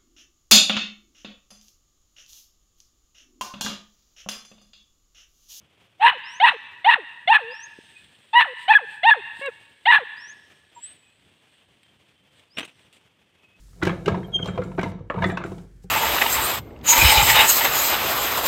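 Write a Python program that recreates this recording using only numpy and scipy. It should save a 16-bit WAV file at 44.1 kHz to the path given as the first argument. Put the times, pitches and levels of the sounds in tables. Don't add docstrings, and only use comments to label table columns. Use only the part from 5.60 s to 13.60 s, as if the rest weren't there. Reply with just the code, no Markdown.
import sys
import numpy as np
from scipy import signal
from scipy.fft import rfft, irfft
from scipy.io import wavfile
from scipy.ndimage import uniform_filter1d, minimum_filter1d

SR = 44100
rng = np.random.default_rng(int(sys.argv[2]) if len(sys.argv) > 2 else 0)


def inscribe(sig):
    pcm = np.round(np.clip(np.atleast_2d(sig).T, -1, 1) * 32767)
    wavfile.write(sys.argv[1], SR, pcm.astype(np.int16))


N = 352800


def amp(db):
    return 10 ** (np.asarray(db) / 20)


def rms_one(x):
    return x / np.sqrt(np.mean(x ** 2) + 1e-20)


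def band_one(x, low_hz, high_hz):
    band = signal.sosfilt(signal.butter(3, [low_hz, high_hz], "band", fs=SR, output="sos"), x)
    return x / np.std(band)


def ramp(t, start, stop):
    return np.clip((t - start) / (stop - start), 0, 1)


def drift(rate_hz):
    r = np.exp(-2 * np.pi * rate_hz / SR)
    return rms_one(signal.lfilter([1], [1, -2 * r, r * r], rng.standard_normal(N + SR))[SR:])


def colour(x, spectrum):
    hz = np.maximum(np.fft.rfftfreq(len(x), 1 / SR), 1)
    at_hz, gain_db = np.transpose(spectrum)
    gain = amp(np.interp(np.log(hz), np.log(at_hz), gain_db))
    return irfft(rfft(x) * gain, len(x))


def crackle(per_s, share):
    hits = rng.random(N) < per_s / SR
    strength = amp(4.8 * rng.exponential(1, N).clip(0, 4))
    grains = hits * strength * rng.choice([-1, 1], N)
    return share * rms_one(grains) + rng.standard_normal(N)


def partial(hz, level_db, k=1):
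    return np.sqrt(2) * amp(level_db) * np.sin(k * 2 * np.pi * np.cumsum(hz) / SR)


def play(tables, fade_s):
    t, rows, gate = np.arange(N) / SR, np.vstack(tables), np.zeros(N)
    for table in tables:
        to_edge_s = np.minimum(t - table[0][0], table[-1][0] - t)
        gate += np.clip(to_edge_s / fade_s + .5, 0, 1)
    rows = rows[np.argsort(rows[:, 0])]
    return np.minimum(gate, 1), [np.interp(t, rows[:, 0], c) for c in rows.T[1:]]


# freq_hz, density_db (relative)
FIELD_COLOUR = [(15, -80), (25, -39.5), (82, -2), (209, -6.5), (389, -7.5), (582, -9), (666, -10.5),
                (1410, -13.5), (1710, -13.5), (2560, -9.5), (2920, -9.5), (3340, -8.5), (3930, -21.5),
                (8130, -28), (15500, -36.5)]
FIELD_DB = -63


def field():
    level_db = FIELD_DB + 0.46 * drift(8.7) + 2.7 * drift(15)
    return amp(level_db) * rms_one(colour(crackle(410.0, share=0.33), FIELD_COLOUR))


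WIND_DB = -74


def wind():
    low = signal.sosfilt(signal.butter(2, [60, 220], "band", fs=SR, output="sos"), rng.standard_normal(N))
    return amp(WIND_DB + 5.5 * drift(3.7) + 1.8 * drift(5.1)) * rms_one(low)


# (rms, 8-17 kHz)
RUSTLE = [(0.728, 0.04, -66.5), (2.332, 0.14, -71.5), (3.02, 0.033, -62.5), (3.33, 0.047, -67.5),
          (3.3, 2.1, -72), (3.8, 0.04, -64), (4.0, .15, -89), (4.75, 0.2028, -101), (5.27, 0.07, -68),
          (5.95, 0.06, -81.5), (6.249, 0.051, -87), (6.5, 1.24, -86), (6.78, 0.046, -76),
          (7.22, 0.061, -75.5), (7.7, 0.056, -90)]
# freq_hz, density_db (relative)
RUSTLE_COLOUR = [(880, -41.5), (1500, -9.5), (1670, -1), (2310, -6.5), (2470, -3), (2970, 0.5), (3440, 0.5),
                 (6370, -28), (8460, -6.5), (10900, -33), (15500, -27.5)]


def rustle():
    t = np.arange(N) / SR
    level = sum(amp(db) * np.exp(-((t - s) / half_s) ** 2) for s, half_s, db in RUSTLE)
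    blades = colour(crackle(1500.0, share=0.62), RUSTLE_COLOUR)
    return level * amp(1.1 * drift(20)) * band_one(blades, 8000, 17000)


# start_s, break_s, squeal_s, rasp_end_s, shut_s, end_s
YAP_TIMES = [(.396, .470, .495, .506, .507, .576), (.800, .858, .893, .902, .904, .968),
             (1.245, 1.300, 1.333, 1.347, 1.345, 1.443), (1.675, 1.728, 1.728, 1.772, 1.773, 1.936),
             (2.731, 2.797, 2.808, 2.832, 2.841, 2.937), (3.080, 3.122, 3.147, 3.155, 3.175, 3.251),
             (3.432, 3.497, 3.508, 3.516, 3.535, 3.612), (4.255, 4.314, 4.314, 4.362, 4.376, 4.438)]


def yap_columns(table):
    which = np.searchsorted(np.array(YAP_TIMES)[1:, 0] - .02, np.arange(N) / SR)
    return np.array(table, float)[which].T


# freq_hz, gain_db (relative to the loudest partial)
THROAT_TOP = [(3000, -15.5), (4200, -22.5), (4800, -59.5), (7000, -66), (8500, -55.5), (10500, -57)]


def weak_partials(hz, loudest_db):
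    top_hz, top_db = np.transpose(THROAT_TOP)
    out = 0
    for k in range(7, 11):
        out = out + partial(hz, loudest_db + np.interp(k * hz, top_hz, top_db) + drift(70), k)
    return out


# first_hz, top_hz, broken_hz, squeal_hz, slide_aim_hz, last_hz, slide_time_s
YAP_PITCH = [(720, 950, 990, 1750, 400, 440, .020), (705.7, 968, 885, 1710, 400, 410, 0.014),
             (697.3, 962, 900, 1700, 480, 260, .016), (675, 930, 845, 1695, 340, 525, 0.02),
             (868, 975, 895, 1740, 540, 485, .011), (724, 880, 835, 1650, 400, 415, .019),
             (661.6, 930, 860, 1675, 580, 350, .011), (685, 960, 862, 1680, 570, 440, 0.012)]
# fundamental_db, first_overtones_db, open_overtones_db, early_rasp_db, rasp_db, squeal_db, slide_db,
# fundamental_break_change_db, overtones_break_change_db, half_pitch_growl_db
YAP_LEVEL = [(-11, -34, -19, -34.5, -26.5, -27, -37, -6, 2, -41.5),
             (-10.5, -23.5, -13, -43, -22, -23, -34, -17, -9.5, -58.5),
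             (-11.5, -24, -13.5, -42.5, -25.5, -24.5, -33.5, -10.5, -4, -58),
             (-9.5, -22, -14, -51.5, -27, -12.5, -37, -11.5, 0.5, -58.5),
             (-10, -26.5, -12, -46, -24.5, -17, -36, -12.5, -8.5, -59),
             (-11, -23, -10.5, -45, -29.5, -6, -37, -14, -2.5, -61),
             (-12, -23, -11.5, -55, -27.5, -7.5, -33, -6.5, -5, -58.5),
             (-14, -20, -12.5, -43.5, -21.5, -10, -32.5, -12.5, -14, -58.5)]
# attack_s, climb_s, squeal_snap_s
YAP_PACE = [(0.031, .060, .015), (.004, .052, .013), (.004, .052, .014), (0.0025, .048, .012),
            (.005, 0.04035, .011), (0.0037, .030, .014), (0.0031, .042, .006), (0.0059, .032, .005)]
# partial_2_db, partial_3_db, partial_4_db
YAP_VOWEL = [(-2.5, 3.5, -1.5), (-2.5, 0.5, 3.5), (1, -0.5, 0), (-2, 1.5, -3), (1.5, -0.5, 0), (7, 1, 1),
             (3, -0.5, -0.5), (0.5, -8, 2.5)]
# freq_hz, narrow_mouth_db, wide_mouth_db
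THROAT = [(1360, -16, -22), (1530, -12.5, -22), (1731, -11, -11), (1910, -1, 0), (2100, 4.5, -10),
          (2300, -14, -11), (2550, -4.5, -12.5), (2872, -2, -4), (3058, -3, -16.5), (3536, -3.5, -27.5),
          (3620, -13.5, -15), (4226, -20, -35.5), (4860, -45.5, -51), (6024, -49.5, -59)]
RISE_BEND, LATE_CLIMB = 1.4, .15
SWELL_DB, SWELL_SHARE = -14.5, 0.61
OPEN_FROM, OPEN_BY = 0.38, 0.98
BREAK_S, BROKEN_TIRES_DB, VOICE_STOPS_S = .006, -5, 0.004


def voice(disorder):
    t, (start, broke, _, over, _, _) = np.arange(N) / SR, yap_columns(YAP_TIMES)
    attack_s, climb_s, _ = yap_columns(YAP_PACE)
    first_hz, top_hz, broken_hz = yap_columns(YAP_PITCH)[:3]
    voice_db, first_db, open_db, *_, lost_db, overtones_lost_db, growl_db = yap_columns(YAP_LEVEL)
    vowel_db = [*yap_columns(YAP_VOWEL), 0, 0]
    rise = ramp(t, start, start + climb_s)
    broken = ramp(t, broke, broke + BREAK_S)
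    mouth = ramp(rise, OPEN_FROM, OPEN_BY)
    shake = np.clip(disorder / 0.045, 0, 1)

    early_climb = np.sin(np.pi / 2 * rise ** RISE_BEND)
    climb = (1 - LATE_CLIMB) * early_climb + LATE_CLIMB * ramp(t, start, broke)
    hz = first_hz + (top_hz - first_hz) * climb + (broken_hz - top_hz) * broken
    hz = hz * (1 + .025 * shake * drift(150))

    fundamental_db = voice_db + SWELL_DB * (1 - ramp(rise, 0, SWELL_SHARE))
    fundamental_db = fundamental_db + lost_db * broken + BROKEN_TIRES_DB * ramp(t, broke, over)
    out = partial(hz, fundamental_db + (1.0 + 2.3 * shake) * drift(51))

    at_hz, narrow_db, wide_db = np.transpose(THROAT)
    for k in range(2, 7):
        shut_db = first_db + np.interp(k * hz, at_hz, narrow_db)
        wide_open_db = open_db + vowel_db[k - 2] + np.interp(k * hz, at_hz, wide_db)
        level_db = (1 - mouth) * shut_db + mouth * wide_open_db + overtones_lost_db * broken
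        out = out + partial(hz, level_db + (1.0 + 6.0 * shake) * drift(95), k)
    out = out + mouth * sum(partial(hz, growl_db + 2.9 * drift(60), k) for k in (.5, 1.5, 2.5))
    out = out + weak_partials(hz, np.maximum(fundamental_db, open_db - 2.5))
    gate = ramp(t, start - .001, start + attack_s) * (1 - ramp(t, over - VOICE_STOPS_S, over))
    return gate * out


# freq_hz, density_db (relative)
HARSH_COLOUR = [(120, -80), (200, -48), (575, -34.5), (923, -5.5), (1480, -14.5), (1740, 0.5),
                (2250, -14.5), (2600, -5), (2960, -13), (4100, -20.5), (4580, -45), (6960, -62),
                (8820, -41), (11000, -65), (15500, -59.5)]
MEDIAN_BEATS_PER_S, WOBBLE = 870.0, .35
RASP_RISE_S, RASP_PEAK_SHARE, RASP_TAIL_S = 0.034, 0.32, .03
RASP_SHUT_DB, RASP_DROP_DB, RASP_CHOP_DB = -6, -12, 3.0


def harsh():
    t, (start, broke, _, over, _, _) = np.arange(N) / SR, yap_columns(YAP_TIMES)
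    attack_s = yap_columns(YAP_PACE)[0]
    early_db, rasp_db = yap_columns(YAP_LEVEL)[3:5]
    peak = broke + RASP_PEAK_SHARE * (over - broke)
    level_db = early_db + (rasp_db - early_db) * ramp(t, peak - RASP_RISE_S, peak)
    level_db = level_db + RASP_SHUT_DB * ramp(t, peak, over)
    level_db = level_db + RASP_DROP_DB * ramp(t, over - .004, over + 0.0036)
    gate = ramp(t, start, start + attack_s) ** 2 * np.exp(-np.maximum(t - over, 0) / RASP_TAIL_S)
    level = gate * amp(level_db)

    beats_per_s = MEDIAN_BEATS_PER_S * np.exp(WOBBLE * drift(500))
    beats = np.diff(np.floor(np.cumsum(beats_per_s) / SR), prepend=0)
    pulses = beats * amp(1.3 * rng.standard_normal(N)) + 0.01 * rng.standard_normal(N)
    rasp = band_one(colour(pulses, HARSH_COLOUR), 1150, 1500)
    return level * amp(RASP_CHOP_DB * drift(45)) * rasp, level


# pitch_hz, tone_db, octave_db
SLIDE = [(328.2, -17, -20.5), (400, -6, -17.5), (475, 1, -14.5), (640, -9, -8.5), (819, 9, 0),
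         (980, 2.5, 5), (1350, 8, -9), (1700, 8.5, 0)]
SQUEAL_ATTACK_S, SQUEAL_FROM_DB, SQUEAL_TIRES_DB = 0.0067, -13.5, -3.5
SQUEAL_SAG = .05
SQUEAL_OCTAVE_DB, THIRD_DB = -20.5, -10.5
DROP_TO_HZ, SHUT_S = 1007, 0.0029
SLIDE_FADE_S, SLIDE_SAG_DB = 0.0036, -5


def squeal(disorder):
    t, (_, _, onset, _, shut, end) = np.arange(N) / SR, yap_columns(YAP_TIMES)
    snap_s = yap_columns(YAP_PACE)[2]
    squeal_hz, aim_hz, last_hz, slide_s = yap_columns(YAP_PITCH)[3:]
    squeal_db, slide_db = yap_columns(YAP_LEVEL)[5:7]

    rest_hz = aim_hz + (last_hz - aim_hz) * ramp(t, shut, end)
    held_hz = squeal_hz * (1 + SQUEAL_SAG * (1 - ramp(t, onset, shut)))
    slide = np.exp(-np.maximum(t - shut - snap_s, 0) / slide_s)
    hz = rest_hz + (DROP_TO_HZ - rest_hz) * slide
    hz = hz + (held_hz - DROP_TO_HZ) * (1 - ramp(t, shut, shut + snap_s))

    closed = ramp(t, shut - .002, shut + SHUT_S)
    held_db = squeal_db + SQUEAL_TIRES_DB * ramp(t, onset, shut) ** 2
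    held_db = held_db + SQUEAL_FROM_DB * (1 - ramp(t, onset, onset + SQUEAL_ATTACK_S))
    slide_db = slide_db + SLIDE_SAG_DB * ramp(t, shut, end) ** 2
    at_hz, tone_db, upper_db = np.transpose(SLIDE)
    level_db = (1 - closed) * held_db + closed * (slide_db + np.interp(hz, at_hz, tone_db))
    octave_db = (1 - closed) * (held_db + SQUEAL_OCTAVE_DB)
    octave_db = octave_db + closed * (slide_db + np.interp(hz, at_hz, upper_db))

    shake = np.clip(disorder / .04, 0, 1)
    hz = hz * (1 + .015 * shake * drift(220))
    third = partial(hz, octave_db + THIRD_DB, 3) * np.clip((1300 - hz) / 300, 0, 1)
    gate = ramp(t, onset - .003, onset + .003) * (1 - ramp(t, end - SLIDE_FADE_S, end))
    breakup = np.clip(1 + 0.71 * shake * drift(70), 0, 1.6)
    return gate * breakup * (partial(hz, level_db) + partial(hz, octave_db, 2) + third)


# freq_hz, density_db (relative)
BREATH_COLOUR = [(2820, -32), (4800, -5.5), (5220, -19), (6800, -13.5), (8770, -1), (10600, -19),
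                 (15500, -12.5)]
BREATH_DB = -39


def breath(call):
    effort = uniform_filter1d(call ** 2, size=400).clip(0) ** 0.96
    air = rms_one(colour(crackle(2400.0, share=0.71), BREATH_COLOUR))
    return amp(BREATH_DB + 4.2 * drift(80)) * effort * air


# delay_s, level_db (relative)
ECHO = [(.02, -35), (.05, -39), (.12, -43), (.2, -42.5), (.3, -49), (.36, -50.5), (.5, -63), (.7, -72.5),
        (1.1, -86)]
# freq_hz, gain_db
ECHO_COLOUR = [(200, -6.5), (600, -11.5), (1000, -5.5), (1800, 1.76), (3000, 3), (4500, 2.5), (9000, -16.5)]


def trees(x):
    delay_s, level_db = np.transpose(ECHO)
    t = np.arange(int(1.2 * SR)) / SR
    shape = amp(np.interp(t, delay_s, level_db, -200, -200) - 20)
    returns = colour(rng.standard_normal(len(t)), ECHO_COLOUR) * shape
    return signal.fftconvolve(x * (.85 + .5 * drift(60)), returns)[:N]


# start_s, envelope_peak_db, pitch_hz
THUDS = [(0.513, -49, 144), (0.9, -39.5, 291), (1.35, -42, 246.5), (1.655, -47, 175.7), (2.185, -33, 332),
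         (2.843, -43.5, 394), (3.174, -48, 250), (3.791, -40, 250), (4.382, -43.5, 159.7),
         (7.009, -35, 257), (7.031, -38, 480)]


def thuds():
    t, out = np.arange(N) / SR, np.zeros(N)
    for s, peak_db, hz in THUDS:
        envelope = np.exp(-((t - s - .004) * hz / 0.5) ** 2)
        out += amp(peak_db) * envelope * np.sin(2 * np.pi * hz * (t - s))
    return out


# time_from_start_s, pitch_hz, level_db (rms, before the call's gain)
BIRD = [(0, 4609, -64.5), (.012, 4830, -55.5), (.044, 5340, -53.5), (0.105, 5755, -51), (.135, 6250, -47),
        (.155, 6660, -54), (.165, 6504, -61.5)]
# start_s, gain_db
BIRD_CALLS = [(.632, -1), (1.903, 1), (4.565, 0.9), (6.9, -7.5)]
# time_s, pitch_hz, level_db (rms)
HIGH_BIRD = [(5.15, 7560, -59.5), (5.17, 7530, -53), (5.21, 7589, -65), (5.24, 7880, -39),
             (5.29, 8200, -46.5), (5.326, 8360, -51.5), (5.34, 8672, -64.5), (5.37, 8650, -66)]


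def birds():
    calls = [[(start + s, hz, level_db + db) for s, hz, level_db in BIRD] for start, db in BIRD_CALLS]
    gate, (hz, level_db) = play(calls + [HIGH_BIRD], fade_s=.01)
    return gate * partial(hz * (1 + 0.0044 * drift(60)), level_db + 2.5 * drift(40))


# time_s, nominal_peak_db (12 dB over rms in 5.3-14 kHz)
SNAPS = [(2.004, -47), (3.0302, -42), (3.86, -31.5), (4.2345, -59.5), (4.7401, -56), (4.8804, -66),
         (5.5252, -66), (5.593, -65), (6.232, -48.5), (6.7528, -70), (6.795, -47)]


def snaps():
    level, t = np.zeros(N), np.arange(N) / SR
    for s, peak_db in SNAPS:
        level += (t >= s) * amp(peak_db - 12.0) * np.exp(-np.abs(t - s) / .004)
    return level * band_one(colour(rng.standard_normal(N), RUSTLE_COLOUR), 5300, 14000)


# start_s, length_s, pitch_hz, level_db (rms)
FAR_NOTES = [(2.344, 0.082, 2500, -58.5), (3.993, 0.094, 2510, -60), (5.166, 0.029, 955, -49.5),
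             (5.43, 0.11, 2520, -65.5), (5.899, 0.44, 3148, -73.5), (6.55, 0.197, 3117, -76.5),
             (7.75, 0.3, 2555, -67.5)]


def far_notes():
    notes = [[(s, hz, db), (s + length_s, hz, db)] for s, length_s, hz, db in FAR_NOTES]
    gate, (hz, level_db) = play(notes, fade_s=0.013)
    return gate * partial(hz * (1 + 0.0049 * drift(14.0)), level_db + 4.7 * drift(31.0))


# time_s, pitch_hz, fundamental_db (rms), overtones_db (rms, before each partial's gain)
WHIMPER = [(3.813, 537, -36.5, -47), (3.82, 543, -36, -40), (3.838, 560, -38, -38),
           (3.858, 557.6, -34.5, -34.5), (3.878, 543, -30.5, -34), (3.888, 490, -24, -44),
           (3.902, 430, -49, -55.5)]
WHIMPER_PARTIALS_DB = [-5.5, 2, -1.5, -1, -17, -14.5]


def whimper():
    gate, (hz, level_db, upper_db) = play([WHIMPER], fade_s=0.0018)
    out = partial(hz, level_db)
    for k, db in enumerate(WHIMPER_PARTIALS_DB, start=2):
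        out = out + partial(hz, upper_db + db + 2.93 * drift(40), k)
    return gate * out


# start_s, low_db (below 5.5 kHz), high_db (above), decay_s
PUFFS = [(6.968, -29, -48, 0.014), (6.981, -30, -38.5, 0.013), (7.004, -38, -56, 0.012),
         (7.027, -37.5, -60, 0.013), (7.046, -53, -46, 0.0075), (7.075, -48.5, -58, 0.022),
         (7.325, -59.5, -56.5, 0.035)]
# freq_hz, density_db (relative)
SNORT_COLOUR = [(50, -45), (90, -2), (300, 5.5), (700, -0.5), (1600, -0.5), (2800, 5.5), (3600, -2.5),
                (4600, -20.5), (6400, -31), (8200, -20), (11000, -35), (15500, -40)]
PUFF_ATTACK_S = 0.0045


def snort():
    t, shapes = np.arange(N) / SR, []
    for s, _, _, decay_s in PUFFS:
        decay = np.exp(-np.maximum(t - s - PUFF_ATTACK_S, 0) / decay_s)
        shapes.append(ramp(t, s, s + PUFF_ATTACK_S) * decay)
    shapes = np.array(shapes)
    _, low_db, high_db, _ = np.transpose(PUFFS)
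    air = colour(crackle(1200.0, share=0.47), SNORT_COLOUR)
    low = signal.sosfilt(signal.butter(4, 5500, fs=SR, output="sos"), air)
    high = signal.sosfilt(signal.butter(4, 5500, "high", fs=SR, output="sos"), air)
    puffs = amp(low_db) @ shapes * rms_one(low) + amp(high_db) @ shapes * rms_one(high)
    return amp(1.9 * drift(95)) * puffs


def scene():
    rasp, disorder = harsh()
    puppy = rasp + voice(disorder) + squeal(disorder) + whimper()
    song = birds()
    echo = trees(puppy + amp(9.5) * song)
    ground = rustle() + snaps() + thuds()
    mix = puppy + breath(puppy) + echo + song + far_notes() + snort() + ground + field() + wind()
    return mix[None]


CEILING, RECOVER_DB_PER_S, CUTOFF_HZ = .88, 300.5, 15600


def record(dry):
    x = signal.sosfilt(signal.butter(2, 60.0, "high", fs=SR, output="sos"), dry)
    over_db = 20 * np.log10(np.maximum(np.abs(x) / CEILING, 1))
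    climb_db = RECOVER_DB_PER_S * np.arange(N) / SR
    held_db = np.maximum.accumulate(over_db + climb_db, axis=1) - climb_db
    smooth_db = uniform_filter1d(-minimum_filter1d(-held_db, size=161), size=81)
    top_cut = signal.ellip(12, .5, 70, CUTOFF_HZ, fs=SR, output="sos")
    return signal.sosfilt(top_cut, x * amp(-smooth_db))


dry = scene()
out = record(dry)
inscribe(out)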